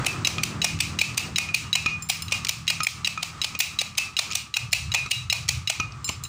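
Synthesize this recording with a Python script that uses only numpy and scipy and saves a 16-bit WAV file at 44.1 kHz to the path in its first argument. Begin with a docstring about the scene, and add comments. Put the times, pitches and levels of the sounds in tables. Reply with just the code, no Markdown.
"""An open workshop with a yard beyond: a steel bottle jack is pumped by a loose lever, close to a phone.
At the bottom of each stroke the link pin clinks and the lever lands; at the top it slaps back; loose steel
jingles between. An engine idles away in the distance over rumble, yard noise and two thin tones. Blows are
decaying modes and noise bursts with a workshop tail; the phone's limiter ducks everything round each one."""
import sys
import numpy as np
from scipy import signal
from scipy.fft import rfft, irfft, next_fast_len
from scipy.io import wavfile
from scipy.ndimage import uniform_filter1d, map_coordinates

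SR = 44100
rng = np.random.default_rng(int(sys.argv[2]) if len(sys.argv) > 2 else 0)


def dump(signal):
    """Clip the signal to [-1, 1] and save it as 16-bit WAV at the path in sys.argv[1]."""
    limited = np.clip(np.atleast_2d(signal).T, -1, 1)
    pcm = np.round(limited * 32767).astype(np.int16)
    wavfile.write(sys.argv[1], SR, pcm)


N = 276948

# All event levels are peaks of the direct sound ahead of the limiter; spectra are relative.
# far rumble: pitch_hz, level_db (per Hz)
RUMBLE_SPECTRUM = [(13, -49), (22, -26), (87, 6), (137, 2.5), (222, -22.5), (363, -61), (392, -41),
                   (450, -48), (580, -68), (990, -120)]
# swells of the rumble: start_s, level_db
RUMBLE_SWELLS = [(0, -24), (.06, -36), (.8, -34.5), (2, -40), (3.3, -44), (4.25, -46.5), (4.33, -40.5),
                 (4.56, -49.5), (4.65, -34), (4.88, -29.5), (4.98, -40), (5.56, -29.5), (5.74, -48),
                 (5.8, -37.5), (6.28, -37.5)]
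# orders of the distant engine: multiple (of ENGINE_HZ), level_db
ENGINE_ORDERS = [(2, 1), (3, 2), (4, 4.5), (5, 0.5), (6, -4), (7, -7), (8, -7), (9, -8.5), (10, -18)]
# the engine draws away: start_s, level_db, brightness_db (below 0: per multiple above the fourth; also moves roar)
ENGINE_FADE = [(0, -42.5, 1.8), (.6, -40, 0), (1.3, -47.5, 0.4), (2.2, -46, -5), (3, -49.5, -3.5),
               (3.8, -54.5, -3), (6.3, -88, 6)]
# far exhaust roar: pitch_hz, level_db (per Hz)
ROAR_SPECTRUM = [(120, -24), (250, -2), (500, -8.5), (1000, -11), (2000, -13.5), (4000, -60)]
# yard noise: pitch_hz, level_db (per Hz)
YARD_SPECTRUM = [(150, 1), (300, -4.5), (600, -17.5), (800, -9.5), (1000, -6.5), (1240, 2.5), (1500, -9),
                 (2200, -10.5), (4000, -16.5), (8000, -19.5), (12000, -47), (15300, -34)]
# faint thin tones: pitch_hz, level_db, waver_hz
THIN_TONES = [(1169, -55, 3), (1275, -57, 14)]
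# decay of the workshop's tail: pitch_hz, t60_s
SHOP_DECAY = [(500, 0.33), (2500, 0.3), (6000, 0.32), (10000, 0.29), (15500, 0.23)]
# crack of steel on steel: pitch_hz, level_db (per Hz)
CRACK_SPECTRUM = [(820, -50), (1400, -25.5), (1790, -19.5), (2420, -1), (3470, -10), (4270, -7.5),
                  (7150, -11), (9550, -17.5), (11700, -29.5), (15400, -17.5), (16500, -28.5)]
# thud of the base on cardboard: pitch_hz, level_db (per Hz)
THUD_SPECTRUM = [(250, -63), (500, 3.5), (800, 11), (1300, 7.5), (2000, -14)]
# small ticks of the linkage: start_s, level_db
TICK_TIMES = [(0.046, -19), (0.789, -21), (1.008, -19), (1.1444, -28), (2.311, -25), (2.448, -13.5),
              (2.4689, -12.5), (2.669, -22), (2.847, -15), (3.06, -17), (3.21, -35), (3.437, -19),
              (3.952, -29), (3.809, -15), (4.304, -22.5), (4.321, -17), (4.332, -17), (4.711, -30),
              (4.929, -31), (5.088, -36), (6.079, -24)]
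# loose steel touching: start_s, level_db, ring_share (of the free ring time)
JINGLE_TOUCHES = [(2.0226, -22, 0.53), (2.0884, -15.5, 1.2), (2.2215, -16.5, 0.31), (2.833, -10, 0.37),
                  (3.5903, -9.5, 0.66), (4.719, -21, 0.6), (5.101, -29.5, 1.2), (6.044, -18, 1.15),
                  (6.237, -20, 0.35)]
# modes of the loose steel: pitch_hz, level_db, t60_s
JINGLE_MODES = [(2840, -16, 0.2), (4090, -3, 0.11), (5194, -3.5, 0.19), (6500, -8, 0.09), (7150, -16, 0.12),
                (7300, -3, 0.21), (8920, -12, 0.2), (9440, -6, 0.1), (10880, -20, 0.08), (11600, -18, 0.15),
                (13020, -20, .1), (14080, -15, 0.1), (15320, -7, 0.15)]
# pin taking up its play: start_s, level_db
PIN_CLINKS = [(0.248, -3), (0.6172, -7), (0.9886, -7.5), (1.359, -8.5), (1.729, -4.5), (2.2817, -21),
              (2.678, -3), (3.0463, -9.5), (3.4156, -10), (3.7883, -6.5), (4.1668, -5.5), (4.5403, -10.5),
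              (4.918, -13.5), (5.2991, -5), (5.674, -11.5), (6.251, -25.5)]
# modes of the pin: pitch_hz, level_db, t60_s
CLINK_MODES = [(2067, -11.5, 0.06), (2613, -2.5, 0.054), (2849, 2, 0.062), (3186, -5.5, 0.046),
               (3914, 7, 0.045), (5170, -5, 0.1), (6540, -5.5, 0.049), (7860, -22, 0.06)]
# modes of lever and jack: pitch_hz
LEVER_PITCHES = [1270, 1900, 2200, 2467, 2620, 2840, 3905, 5176, 7306, 9460, 11510, 13400]
# one row for each of those pitches: bottom_db, top_db, middle_db (by where it is struck), t60_s
LEVER_MODES = [(-20, -20, -32, .06), (-18, -18, -20, .04), (-9, -18, -16, .08), (0, 0, 0, .16),
               (-7, -2, -14, .22), (-10, 19, -16, .22), (-18, 17, -28, .25), (-22, -12, -32, .1),
               (-30, -20, -40, .1), (-38, -24, -46, .12), (-46, -36, -50, .12), (-42, -26, -50, .12)]
# duller knocks as the lever shifts in its socket: start_s, level_db, ring_db, lowest_mode_lift_db, thud_db
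SOCKET_KNOCKS = [(0.382, -15, -9, 34, -17), (1.4882, -22, 5, 21, -35), (1.8602, -6, -7, 27, -14),
                 (2.804, -12, -4.5, 39, -14.5), (3.1755, -17, -7, 36.5, -35),
                 (3.5498, -16.5, -5.5, 29.5, -16), (4.3116, -16.5, -8.5, 30, -20.5),
                 (4.9867, -29, -5, 25, -10), (5.0605, -22, -10, 40, -11), (5.7989, -11, -4.5, 33.5, -10.5),
                 (5.9206, -29.5, -28, 30, -18), (6.0951, -17, -28, 24, -4)]
# lever landing at the bottom of the stroke: start_s, level_db, ring_db
LANDINGS = [(0.27, 1.5, -24), (0.6434, -0.5, -17), (1.0131, 0.5, -17), (1.3818, -2, -15.5),
            (1.7522, 0, -12), (2.3206, -6.5, -12.5), (2.7, -3.5, -11.5), (3.071, -5, -18.5),
            (3.443, -4.5, -27), (3.8132, -4.5, -19), (4.1894, -0.5, -29), (4.565, -1.5, -13),
            (4.945, -2.5, -7), (5.3253, 0.5, -17), (5.6979, -3, -16), (6.0891, -10, -22)]
# lever slapping back at the top: start_s, level_db, ring_db, singing_modes_lift_db
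SLAPS = [(0.0635, -3.5, -15.5, -41), (0.4331, -3, -23, -23.5), (0.8035, 0.5, -21.5, -24),
         (1.176, 0, -22, -25), (1.5431, -1.5, -22.5, -20), (2.096, 1, -25.5, -26), (2.4902, 2, -23.5, -30),
         (2.8678, 3.5, -42, -18), (3.2272, -3, -25, -32), (3.6023, 3, -20, -24.5), (3.9793, -3, -19, -30),
         (4.3513, -6, -25, -23), (4.729, 3, -20, -28), (5.1092, -4.5, -24, -14), (5.1142, 2, -22, -13),
         (5.487, -0.5, -23.5, -31)]
# shared by all landings: thud_db, sheen_db, chatter_s, rebound_db
LANDING_CONTACT = (-15, -3.5, 0.004, -28)
# shared by all slaps: thud_db, sheen_db, chatter_s, rebound_db
SLAP_CONTACT = (-21.5, 0, 0.004, -15.5)

ENGINE_HZ = 40.22
YARD_DB, YARD_FALLS_DB_PER_S = -42.5, 1.05
YARD_OPENS_DB, YARD_OPENS_S = 7, 0.47  # louder start and its fading time
BLOW_SIZE = SR // 6  # samples
LEAD_S, REBOUND_S = 0.007, 0.019  # scrape ahead of contact, last tick after it
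SHEEN_GROWS = 0.1  # dB of sheen lost for each dB softer
TICK_SHEEN_DB, JINGLE_SHEEN_DB = -7, 3  # sheen of a 0 dB touch
SHIFT_SHEEN_DB, SHIFT_CHATTER_S, SHIFT_REBOUND_DB = -32, 0.002, -30
ROCK_DB, WALL_SHEEN_DB = 6.5, -1.5  # rocking over the thud; extra treble loss at the walls
CEILING_DB, FIRM = -11, 0.66  # limiter threshold and the share removed above it
DUCK_DB_PER_S, RECOVER_DB_PER_S = 240, 75.3
EDGE_HZ, TOP_HZ = 15600, 16660  # the two treble steps


def amp(db):
    """Decibels to linear amplitude."""
    return 10 ** (np.asarray(db) / 20)


def unit(x):
    """Scales x to rms 1."""
    return x / np.sqrt(np.mean(x ** 2) + 1e-20)


def along(points, hz):
    """Reads (pitch_hz, value) points on a log pitch axis."""
    pitch, value = np.transpose(points)
    return np.interp(np.log(hz + 1), np.log(pitch + 1), value)


def curves(rows):
    """One value per sample for each column after start_s."""
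    start_s, *columns = np.transpose(rows)
    return [np.interp(np.arange(N) / SR, start_s, column) for column in columns]


def wobble(rate):
    """A smooth random curve, rate knots a second."""
    coarse = np.arange(0, N + 64, 64)
    knots = rng.standard_normal(int(N * rate / SR) + 4)
    return np.interp(np.arange(N), coarse, map_coordinates(knots, [coarse * rate / SR]))


def filtered(x, response):
    """Applies a response of frequency to x."""
    size = next_fast_len(x.shape[-1] + 4096)
    spectrum = rfft(x, size) * response(np.fft.rfftfreq(size, 1 / SR))
    return irfft(spectrum, size)[..., :x.shape[-1]]


def noise(spectrum, size):
    """Coloured noise of rms 1."""
    return unit(filtered(rng.standard_normal(size), lambda hz: amp(along(spectrum, hz))))


def rumble():
    """Low noise made lumpy by a random swell."""
    level_db, = curves(RUMBLE_SWELLS)
    return amp(level_db) * unit(amp(1.5 * wobble(8.3)) * noise(RUMBLE_SPECTRUM, N))


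def engine():
    """A distant engine: multiples of an unsteady turning rate, plus exhaust roar, dying away."""
    level_db, brightness_db = curves(ENGINE_FADE)
    turn = 2 * np.pi * np.cumsum(ENGINE_HZ * (1 + 0.00396 * wobble(3.19))) / SR
    sound = amp(-5 + 4.8 * brightness_db + 4.33 * wobble(7.85)) * noise(ROAR_SPECTRUM, N)
    for multiple, db in ENGINE_ORDERS:
        dulling_db = np.minimum(brightness_db, 0) * max(multiple - 4, 0)
        order_level = amp(db + dulling_db + 2.93 * wobble(7.3))
        sound += order_level * np.sin(multiple * turn + 7 * rng.random())
    return amp(level_db) * sound


def yard():
    """Yard noise, louder at the start and sinking steadily."""
    t = np.arange(N) / SR
    level_db = YARD_DB - YARD_FALLS_DB_PER_S * t + YARD_OPENS_DB * np.exp(-t / YARD_OPENS_S)
    return amp(level_db + 2.0 * wobble(17)) * noise(YARD_SPECTRUM, N)


def thin_tones():
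    """Two faint sines wavering in pitch and level."""
    track = np.zeros(N)
    for pitch_hz, level_db, waver_hz in THIN_TONES:
        phase = 2 * np.pi * np.cumsum(pitch_hz + waver_hz * wobble(15)) / SR
        track += amp(level_db + 2 * wobble(4)) * np.sin(phase)
    return track


def ring(hz, db, t60, scatter_db, rough):
    """Decaying modes at new strengths for every blow; loose joints shake their phases."""
    t = np.arange(BLOW_SIZE)[:, None] / SR
    db = db + scatter_db * rng.standard_normal(len(hz))
    walk = np.cumsum(rng.standard_normal((len(t) // 64 + 1, len(hz))), axis=0)
    shake = uniform_filter1d(walk.repeat(64, axis=0)[:len(t)], size=64, axis=0)
    phase = 2 * np.pi * hz * t + rough * (shake - shake[0])
    modes = amp(db - 60 * t / t60) * np.sin(phase)
    return modes.sum(axis=1) * (1 - np.exp(-t[:, 0] / 0.00019))


def puff(spectrum, t60, rise):
    """A burst of noise that dies at once."""
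    t = np.arange(4096) / SR
    burst = noise(spectrum, len(t)) * amp(-60 * t / t60) * (1 - np.exp(-t / rise))
    return np.pad(burst, (0, BLOW_SIZE - len(t)))


def sheen(x, db):
    """Shifts the treble from 6.5 kHz, fully an octave up: hard contacts are brighter."""
    return filtered(x, lambda hz: amp(db * np.clip(np.log2((hz + 1) / 6500), 0, 1)))


def spread(spectrum, burst):
    """A burst as the walls receive it from all sides: the same energy with a smooth spectrum."""
    impulse = signal.unit_impulse(len(burst), round(LEAD_S * SR))
    click = filtered(impulse, lambda hz: amp(along(spectrum, hz)))
    return click * np.linalg.norm(burst) / np.linalg.norm(click)


def workshop_tail():
    """Noise bands that build up briefly and decay each at its own rate, as reflections do."""
    t = np.arange(SR // 4) / SR
    pitch_hz, t60_s = np.transpose(SHOP_DECAY)

    def band_shapes(hz):
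        return [np.interp(np.log(hz + 1), np.log(pitch_hz), row) for row in np.eye(len(pitch_hz))]

    bands = filtered(rng.standard_normal(len(t)), band_shapes)
    tail = (bands * amp(-60 * t / t60_s[:, None])).sum(axis=0) * np.clip(t / 0.031, 0, 1)
    return amp(-10.5) * tail / np.linalg.norm(tail)


def add(track, start_s, level_db, near, walls):
    """Places one contact, its direct sound at its peak level, with its own workshop tail."""
    heard = signal.fftconvolve(walls, workshop_tail())
    heard[:len(near)] += near
    part = track[round(start_s * SR):][:len(heard)]
    part += amp(level_db) / np.abs(near).max() * heard[:len(part)]
    return track


def ticks():
    """Play in the linkage: small dry contacts."""
    track = np.zeros(N)
    for start_s, level_db in TICK_TIMES:
        tick = sheen(puff(CRACK_SPECTRUM, 0.019, 0.0006), TICK_SHEEN_DB + SHEEN_GROWS * level_db)
        add(track, start_s, level_db, tick, spread(CRACK_SPECTRUM, tick))
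    return track


def jingle():
    """Thin steel parts touch and sing on until something damps them; harder touches are brighter."""
    track = np.zeros(N)
    hz, mode_db, t60 = np.transpose(JINGLE_MODES)
    for start_s, level_db, ring_share in JINGLE_TOUCHES:
        steel = ring(hz, mode_db, t60 * ring_share, scatter_db=4, rough=0.32)
        steel += 0.55 * puff(CRACK_SPECTRUM, 0.027, 0.0006)
        steel = sheen(steel, JINGLE_SHEEN_DB + SHEEN_GROWS * level_db)
        add(track, start_s, level_db, steel, steel)
    return track


def pin():
    """The link pin takes up its play with a short bright clink: modes and a crack."""
    track = np.zeros(N)
    for start_s, level_db in PIN_CLINKS:
        clink = ring(*np.transpose(CLINK_MODES), scatter_db=2.0, rough=0.07)
        crack = 0.69 * puff(CRACK_SPECTRUM, 0.068, 0.00028)
        add(track, start_s, level_db, clink + crack, 0.51 * clink + spread(CRACK_SPECTRUM, crack))
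    return track


def chatter(x, seconds, rebound_db):
    """Steel scrapes in, bounces in quick succession and ticks once more as the lever settles."""
    hits = np.zeros(SR // 25)
    lead = round(LEAD_S * SR)
    hits[rng.integers(lead, size=8)] = amp(-30.0 + 9.2 * rng.standard_normal(8))  # scrape
    bounces = (seconds * SR * rng.random(5)).astype(int)
    hits[lead + bounces] = amp(-8 * rng.random(5))
    hits[lead] = 0.48  # first contact
    hits[lead + round(REBOUND_S * SR)] = amp(rebound_db)
    return signal.fftconvolve(x, hits)[:len(x)]


def push(hz):
    """One soft low swing: the whole jack rocks on its base."""
    u = np.arange(BLOW_SIZE) / SR * hz
    return u * (1 - u) * np.exp(-2.5 * u) * 9


def blow(start_s, level_db, modes_db, thud_db, sheen_db, chatter_s, rebound_db, rocks=False):
    """One blow of the lever: crack, ring and thud, with rocking if the jack is shifted."""
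    t60 = np.transpose(LEVER_MODES)[3]
    steel = ring(np.array(LEVER_PITCHES), modes_db, t60, scatter_db=2.5, rough=0.22)
    crack = 0.91 * puff(CRACK_SPECTRUM, 0.02, 0.00049)
    thud = amp(thud_db) * puff(THUD_SPECTRUM, 0.028, 0.0014)
    rock = rocks * amp(thud_db + ROCK_DB) * push(hz=367)
    # ring and rocking wait for the contact; the scrape comes ahead of it
    late = np.pad(steel + rock, (round(LEAD_S * SR), 0))[:len(steel)]
    near = 1.3 * late + chatter(sheen(crack, sheen_db) + thud, chatter_s, rebound_db)
    wall_crack = sheen(spread(CRACK_SPECTRUM, crack) + 0.47 * crack, sheen_db + WALL_SHEEN_DB)
    walls = 1.34 * (late + wall_crack + spread(THUD_SPECTRUM, thud))
    return add(np.zeros(N), start_s - LEAD_S, level_db, near, walls)


def lever():
    """Rings by where it lands; free at the top it sings with the pin's pitches, knocked sideways it bends."""
    bottom_db, top_db, middle_db, _ = np.transpose(LEVER_MODES)
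    singing = np.isin(LEVER_PITCHES, [2840, 3905])
    lowest = np.isin(LEVER_PITCHES, [1270])
    track = np.zeros(N)
    for start_s, level_db, ring_db in LANDINGS:
        track += blow(start_s, level_db, bottom_db + ring_db, *LANDING_CONTACT)
    for start_s, level_db, ring_db, lift_db in SLAPS:
        track += blow(start_s, level_db, top_db + ring_db + lift_db * singing, *SLAP_CONTACT)
    for start_s, level_db, ring_db, lift_db, thud_db in SOCKET_KNOCKS:
        modes_db = middle_db + ring_db + lift_db * lowest
        track += blow(start_s, level_db, modes_db, thud_db,
                      SHIFT_SHEEN_DB, SHIFT_CHATTER_S, SHIFT_REBOUND_DB, rocks=True)
    return track


def scene():
    """Far sounds to near ones; one microphone feeds both channels."""
    distance = rumble() + engine() + yard() + thin_tones()
    jack = ticks() + jingle() + pin() + lever()
    return np.tile(distance + jack, (2, 1))


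def record(dry):
    """The limiter looks ahead, ducks fast and recovers slowly; deep bass is cut, treble ends in two steps."""
    t = np.arange(N) / SR
    level_db = 20 * np.log10(np.abs(dry[0]) + 1e-9)
    need_db = np.minimum(0, FIRM * (CEILING_DB - level_db))
    recovery, ducking = RECOVER_DB_PER_S * t, DUCK_DB_PER_S * t
    after = np.minimum.accumulate(need_db - recovery) + recovery
    before = np.minimum.accumulate((need_db + ducking)[::-1])[::-1] - ducking
    gain_db = uniform_filter1d(np.minimum(before, after), size=200)

    def step(hz, edge_hz):
        return np.clip((hz - edge_hz) / 400 + 0.5, 0, 1) ** 2

    def microphone(hz):
        treble = amp(-26 * step(hz, EDGE_HZ) - 70 * step(hz, TOP_HZ))
        return treble * hz ** 2 / (hz ** 2 + 45 ** 2)

    return filtered(dry * amp(gain_db), microphone)


dry = scene()
out = record(dry)
dump(out)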